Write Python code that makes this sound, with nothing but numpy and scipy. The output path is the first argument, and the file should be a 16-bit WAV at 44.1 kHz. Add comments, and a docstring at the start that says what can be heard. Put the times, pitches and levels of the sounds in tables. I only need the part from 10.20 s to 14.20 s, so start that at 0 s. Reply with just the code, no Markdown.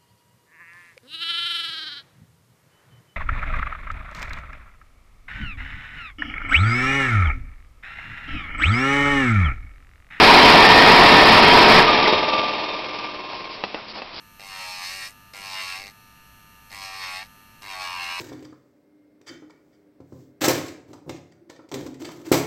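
"""A bean peeling machine churns a wet load in its steel drum, loud enough to overload a small camera.
Beans pelt the wall, wet skins squeak, and the rubbed steel sings and squeals in narrow modes.
As the load thins out, the rotor is left scraping and knocking once a turn, and the drum rings ever
more softly. Water hisses in the workshop, and a few hard knocks sound close by near the end."""
import sys
import numpy as np
from scipy import signal
from scipy.fft import rfft, irfft, next_fast_len
from scipy.io import wavfile

SR = 44100
rng = np.random.default_rng(int(sys.argv[2]) if len(sys.argv) > 2 else 0)


def wav_record(signal):
    """Record a signal, one row per channel, as 16-bit PCM in the file named by sys.argv[1]."""
    frames = np.transpose(np.atleast_2d(signal))
    bounded = np.clip(frames, -1, 1)
    # unit amplitude maps onto the largest positive 16-bit level
    quanta = np.round(bounded * 32767).astype(np.int16)
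    wavfile.write(sys.argv[1], SR, quanta)


N = 176400
T = np.arange(N) / SR
TURNS_PER_S, KNOCK_AT_S = 19.77, 2.136  # rotor speed; the time of one of its knocks


def amp(db):
    """Decibels to gain."""
    return 10 ** (np.asarray(db) / 20)


def unit(x):
    """Scales to rms 1."""
    return x / np.sqrt(np.mean(x ** 2) + 1e-20)


def curve(rows, column=1):
    """An automation lane: one column of a table, joined by straight lines in time."""
    rows = np.array(rows)
    return np.interp(T, rows[:, 0], rows[:, column])


def hump(start, length):
    """A rounded swell and fade."""
    return np.sqrt(abs(np.sin(np.pi * np.clip((T - start) / length, 0, 1))))


def colour(x, points):
    """An EQ drawn through (f/Hz, level/dB) points."""
    hz, db = np.transpose(points)
    size = next_fast_len(len(x) + 4096)
    f = np.fft.rfftfreq(size, 1 / SR)
    gain = amp(np.interp(np.log(f + 1), np.log(hz + 1), db))
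    return irfft(rfft(x, size) * gain, size)[:len(x)]


def drift(rate_hz):
    """Smooth random modulation of about rms 1."""
    f, grid = np.fft.rfftfreq(4096, 1 / 1000), np.arange(4096) / 1000
    lowpass = np.exp(-(f / rate_hz) ** 2) * (f > 0)
    slow = irfft(rfft(rng.standard_normal(len(grid))) * lowpass)
    return np.interp(T, grid, unit(slow))


def resonate(x, hz, width_hz):
    """A resonance, steady or gliding."""
    carrier = np.exp(2j * np.pi * np.cumsum(hz * np.ones(len(x))) / SR)
    pole = np.exp(-np.pi * width_hz / SR)
    return 2 * (carrier * signal.lfilter([1 - pole], [1, -pole], x / carrier + 1e-18)).real


def add(mix, start, sound):
    """Mixes a sound in at a time in seconds."""
    part = mix[round(start * SR):][:len(sound)]
    part += sound[:len(part)]


def patter(per_s, spread_db, share):
    """Tiny impacts of uneven size over a hiss; share is their part of the power."""
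    sizes = amp(spread_db * np.minimum(rng.exponential(1, N), 4))
    hits = sizes * rng.choice([-1, 1], N) * (rng.random(N) < per_s / SR)
    return np.sqrt(share) * unit(hits) + np.sqrt(1 - share) * rng.standard_normal(N)


def water():
    """The workshop's bed of wet hiss, with a few bright swishes and dull sloshes."""
    # spectra of the three water layers: f/Hz, level/dB
    swish_eq = [(100, -23), (1500, -5), (2500, 1), (3500, 0), (4800, 7.5), (6000, -3)]
    slosh_eq = [(80, -24), (300, -14), (620, -3), (1100, -2), (1700, -11), (3000, -19), (6000, -19)]
    bed_eq = [(20, -2), (130, -4), (220, -5), (420, -3), (650, -6), (1150, 0), (1500, -5.5), (2400, -4.5),
              (3200, -6), (6000, -8)]
    # swells of water: t/s, length/s, level/dB
    swishes = [(3.087, .13, -40), (3.296, 0.076, -36), (3.678, .05, -35), (3.738, 0.073, -35.5),
               (3.93, .11, -33.5)]
    sloshes = [(3.102, .04, -36), (3.552, .055, -36), (3.749, 0.055, -35.5)]
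    spray = unit(colour(patter(per_s=2500, spread_db=5, share=.4), swish_eq))
    slosh = unit(colour(rng.standard_normal(N), slosh_eq))
    bed = unit(colour(patter(per_s=1700, spread_db=4, share=.3), bed_eq))
    return (spray * sum(amp(db) * hump(start, length) for start, length, db in swishes)
            + slosh * sum(amp(db) * hump(start, length) for start, length, db in sloshes)
            + bed * amp(-39 + drift(rate_hz=15)))


def knocks():
    """Close, hard knocks: a dull push and a sharp click, then a short ring and the room's answer."""
    # hits: t/s, blow level/dB, tail level/dB
    hits = [(3.132, -20, -30), (3.205, -23, -32), (3.438, -5.5, -18.5), (3.545, -10, -23),
            (3.787, -22, -34), (3.819, -16.5, -28)]
    # modes of the ring: f/Hz, relative level/dB, t60/s
    modes = [(210, -11, 0.16), (434, -9, 0.062), (640, -5, 0.098), (800, 4, 0.032), (1200, -6, 0.071),
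             (1970, -2, .04), (2620, 1.5, 0.051), (2810, -3, 0.039), (4188, -16, .08)]
    # spectrum of the room's answer: f/Hz, level/dB
    room_eq = [(60, -26), (200, -1), (900, 0), (1600, -15), (3000, -12), (6000, -13.5)]
    push_s, click_delay_s, click_s = .00027, .00065, .00008
    out, t = np.zeros(N), np.arange(SR // 3) / SR
    push = np.exp(-(t / push_s - 1) ** 2)
    click = np.exp(-((t - push_s - click_delay_s) / click_s) ** 2)
    blow = click - .48 * push
    attack = np.minimum(t / .0019, 1)
    for start, blow_db, tail_db in hits:
        ring = sum(amp(db - 60 * t / t60) * np.sin(2 * np.pi * (hz * t + rng.random()))
                   for hz, db, t60 in modes)
        room = unit(colour(rng.standard_normal(len(t)), room_eq)) * amp(-60 * t / .09)
        tail = (amp(-5) * ring + amp(-3) * room) * attack
        add(out, start, amp(blow_db) * blow + amp(tail_db) * tail)
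    return signal.sosfilt(signal.butter(2, 150, "high", fs=SR, output="sos"), out)


def squeaks():
    """Wet skins slip on the steel in short rough glides."""
    # slips: t/s, length/s, start f/Hz, end f/Hz, level/dB
    slips = [(1.5, 0.023, 2110, 2650, -20), (1.585, 0.035, 1910, 1520, -14.5),
             (1.852, .014, 2040, 1900, -16), (1.864, 0.013, 1770, 1340, -24)]
    out = np.zeros(N)
    for start, length, from_hz, to_hz, db in slips:
        progress = np.linspace(0, 1, int(length * SR))
        glide_hz = from_hz + (to_hz - from_hz) * progress
        slip = resonate(rng.standard_normal(N)[:len(progress)], glide_hz, width_hz=91)
        add(out, start, amp(db) * unit(slip) * np.sin(np.pi * progress))
    return out


def throb():
    """A pulsing gain: once a turn the rotor grabs quickly and lets go gradually."""
    # pulse depth, negative flips the pulse: t/s, depth/dB
    depth = [(0, -9), (1.6, 10), (1.8, 8), (2.05, 13.5), (2.3, 5), (3, 8), (4, -2)]
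    lead_turns, rise_turns = .25, .18  # the grab starts ahead of the knock
    phase = ((T - KNOCK_AT_S) * TURNS_PER_S + lead_turns) % 1
    grip = np.minimum(phase / rise_turns, 1) * (1 - phase ** 2)
    return amp(curve(depth) * (grip - .72))


def sing(hz, waver_hz):
    """A rubbed mode of rms 1, unsteady in pitch and strength."""
    cycles = np.cumsum(hz + waver_hz * drift(rate_hz=29.5)) / SR + rng.random()
    return unit(np.sin(2 * np.pi * cycles) * amp(1.7 * drift(rate_hz=45)))


def squeals():
    """Now and then the rubbing catches one mode and holds it briefly."""
    # swelling modes: t/s, length/s, f/Hz, waver/Hz, level/dB
    catches = [(0.04, 0.5, 949, 4.8, -19), (0.163, 0.037, 2177, 12, -17), (0.187, 0.13, 3125, 11.5, -24),
               (0.335, 0.34, 1800, 15.6, -19), (0.398, 0.54, 1876, 28.4, -22.5),
               (0.757, 0.41, 1803, 12, -21.5), (0.848, 0.12, 2728, 7.1, -20),
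               (1.266, 0.076, 3182, 12.3, -19.5), (1.302, 0.12, 985, 18.5, -17.5),
               (1.656, 0.074, 1218, 7.6, -20), (1.718, 0.25, 859, 7.4, -26), (1.867, .11, 3750, 5.6, -29.5),
               (2.05, 0.28, 1179, 2.1, -30.5), (2.375, 0.14, 2481, 2.3, -38), (2.46, 0.13, 3650, 3.5, -41),
               (2.55, .45, 1182, 2, -40), (2.944, 0.41, 1061, 2.6, -43.5), (3.55, 0.4, 215.6, 3, -53.5)]
    tones = sum(sing(hz, waver) * amp(db) * hump(start, length)
                for start, length, hz, waver, db in catches)
    return tones * throb() ** .27


def drum():
    """The rubbed steel sings in narrow modes; their balance shifts as the load thins."""
    # drum modes: f/Hz
    mode_hz = [215, 307, 366, 436, 522, 613, 872, 943, 972, 1061, 1179, 1208, 1783, 2157, 2482, 2654, 2727,
               3090, 3298, 3651, 3747, 4371]
    # for each mode: waver/Hz, then relative level/dB when loaded, emptying, nearly empty
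    modes = [(6, -46, -48, -61.5), (4, -47, -42, -51.5), (4, -31, -53.5, -52), (8.1, -26, -42.5, -63),
             (6, -38, -40, -64.5), (6.7, -30.5, -38.5, -51), (8, -38, -37, -64.5), (9.28, -28, -39.5, -60),
             (9, -27.5, -47, -49), (7.5, -32, -47, -47.5), (2.67, -38.5, -33.5, -51.5),
             (6.2, -41, -38, -57), (9, -38, -53, -66), (5.8, -34.5, -50, -53), (6, -33, -44, -55),
             (2.9, -44.5, -42.5, -53.5), (2.2, -35, -43, -51.5), (2.1, -46.5, -44, -76),
             (5, -36, -45.5, -56), (1.2, -44, -43, -69), (3.3, -41.5, -43.5, -58), (4, -44, -51.5, -58)]
    # crossfade of those states: t/s, then drive/dB for loaded, emptying, nearly empty
    drive = [(0, 2.5, -20, -10), (1.0, 4.5, -6, -10), (1.6, 5, -12, -14), (1.7, -3.5, 9.5, -11),
             (1.93, 0.5, 6.5, -8), (2.15, -22, 6, 4), (2.45, -34.5, -3, 6.5), (2.85, -42, -19, 5.5),
             (3.25, -45, -28, 1), (3.55, -46, -32, -4.5), (4, -50, -37, -11)]
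    state_power = amp([curve(drive, column) for column in (1, 2, 3)]) ** 2
    ring = sum(sing(hz, waver) * np.sqrt(amp(state_db) ** 2 @ state_power)
               for hz, (waver, *state_db) in zip(mode_hz, modes))
    return ring * throb() ** .5 * amp(-1)


def rotor_knock():
    """A short dull tap at each turn, with a faint tick on top."""
    # fader of the tapping: t/s, level/dB
    fader = [(0, -34), (2.0, -33.5), (2.15, -34.5), (2.3, -36), (2.6, -41), (3.0, -63), (3.4, -55),
             (4, -55)]
    # low cut of each tap: f/Hz, level/dB
    low_cut = [(30, -43), (200, -14), (400, -3), (6000, -1)]
    thud_hz, width_hz = 632, 265
    turns = np.floor((T - KNOCK_AT_S) * TURNS_PER_S)
    impulses = np.diff(turns, prepend=turns[0])
    taps = colour(impulses * amp(1.6 * drift(rate_hz=20)), low_cut)
    thud = unit(resonate(resonate(taps, thud_hz, width_hz), thud_hz, width_hz))
    tick = unit(resonate(taps, hz=2430, width_hz=1800))
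    return (thud + .5 * tick) * amp(curve(fader))


def scrape():
    """The rotor rubs the drum: grit that pulses with each turn."""
    # fader of the scraping: t/s, level/dB
    fader = [(0, -13), (1.6, -20), (1.645, -23), (1.675, -15), (1.76, -18.5), (1.93, -16.5), (1.99, -21),
             (2.06, -23.5), (2.095, -19), (2.15, -22), (2.3, -23.5), (2.6, -29.5), (2.74, -30.5),
             (2.84, -29), (3.06, -35), (3.2, -34), (3.4, -38), (3.58, -38), (3.66, -45), (4, -41)]
    # spectrum of the grit: f/Hz, level/dB
    grit_eq = [(30, -30), (120, -15), (230, -8.5), (330, -3), (600, -2), (1000, -2), (1240, -6),
               (1380, -12), (2000, -11), (2350, -0.5), (2750, -8.5), (3000, -7), (3800, -8.5), (5200, -11)]
    grit = unit(colour(patter(per_s=700, spread_db=.5, share=.58), grit_eq))
    return grit * throb() * amp(curve(fader) + .8 * drift(rate_hz=16))


def cavity(x, t60, wet_db):
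    """Short dense echoes between the steel walls."""
    t = np.arange(SR // 6) / SR
    tail = rng.standard_normal(len(t)) * amp(-60 * t / t60)
    return x + amp(wet_db) * signal.oaconvolve(x, tail / np.linalg.norm(tail))[:N]


def churn():
    """Beans pelt the drum wall in swirling water."""
    # fader of the thinning load: t/s, level/dB
    fader = [(0, -7.5), (.65, -7.5), (1.25, -9), (1.6, -8.5), (1.65, -15), (1.87, -20.5), (2.0, -26.5),
             (2.3, -33), (2.7, -41), (3.4, -51), (4, -44.5)]
    # spectrum of the wet load: f/Hz, level/dB
    load_eq = [(20, -12.5), (80, -11), (150, -7), (240, -0.5), (380, -4.5), (530, -5.5), (720, -1.5),
               (980, 0), (1200, -2.5), (1450, -6.5), (1850, -4), (2500, -6.5), (3000, -9.5), (5200, -12),
               (6500, -16.5)]
    beans = patter(per_s=1500, spread_db=2, share=.38)
    load = unit(colour(cavity(beans, t60=.07, wet_db=-13), load_eq))
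    return load * amp(curve(fader) + .8 * drift(rate_hz=49))


def scene():
    """Machine, water and knocks in one mono mix."""
    machine = churn() + scrape() + rotor_knock() + drum() + squeals() + squeaks()
    return (machine + water() + knocks())[None]


def record(dry):
    """A narrow-band camera overloads: its converter clips, and its output stage shaves the overshoot."""
    # treble roll-off before and after the converter: f/Hz, level/dB
    input_eq = [(10, 1.5), (5900, 0), (6400, -11), (7200, -80)]
    output_eq = [(10, -1.5), (5100, 0), (5450, -3.5), (5750, -11.5), (6050, -21), (6400, -59), (7000, -92)]
    clip_level, ceiling, edge_hz = .78, .7, 15900
    crunched = np.clip(colour(dry[0], input_eq), -clip_level, clip_level)
    shaved = np.clip(colour(crunched, output_eq), -ceiling, ceiling)
    band_limit = signal.firwin(511, edge_hz, window=("kaiser", 9), fs=SR)
    return signal.oaconvolve(shaved, band_limit, "same")[None]


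dry = scene()
out = record(dry)
wav_record(out)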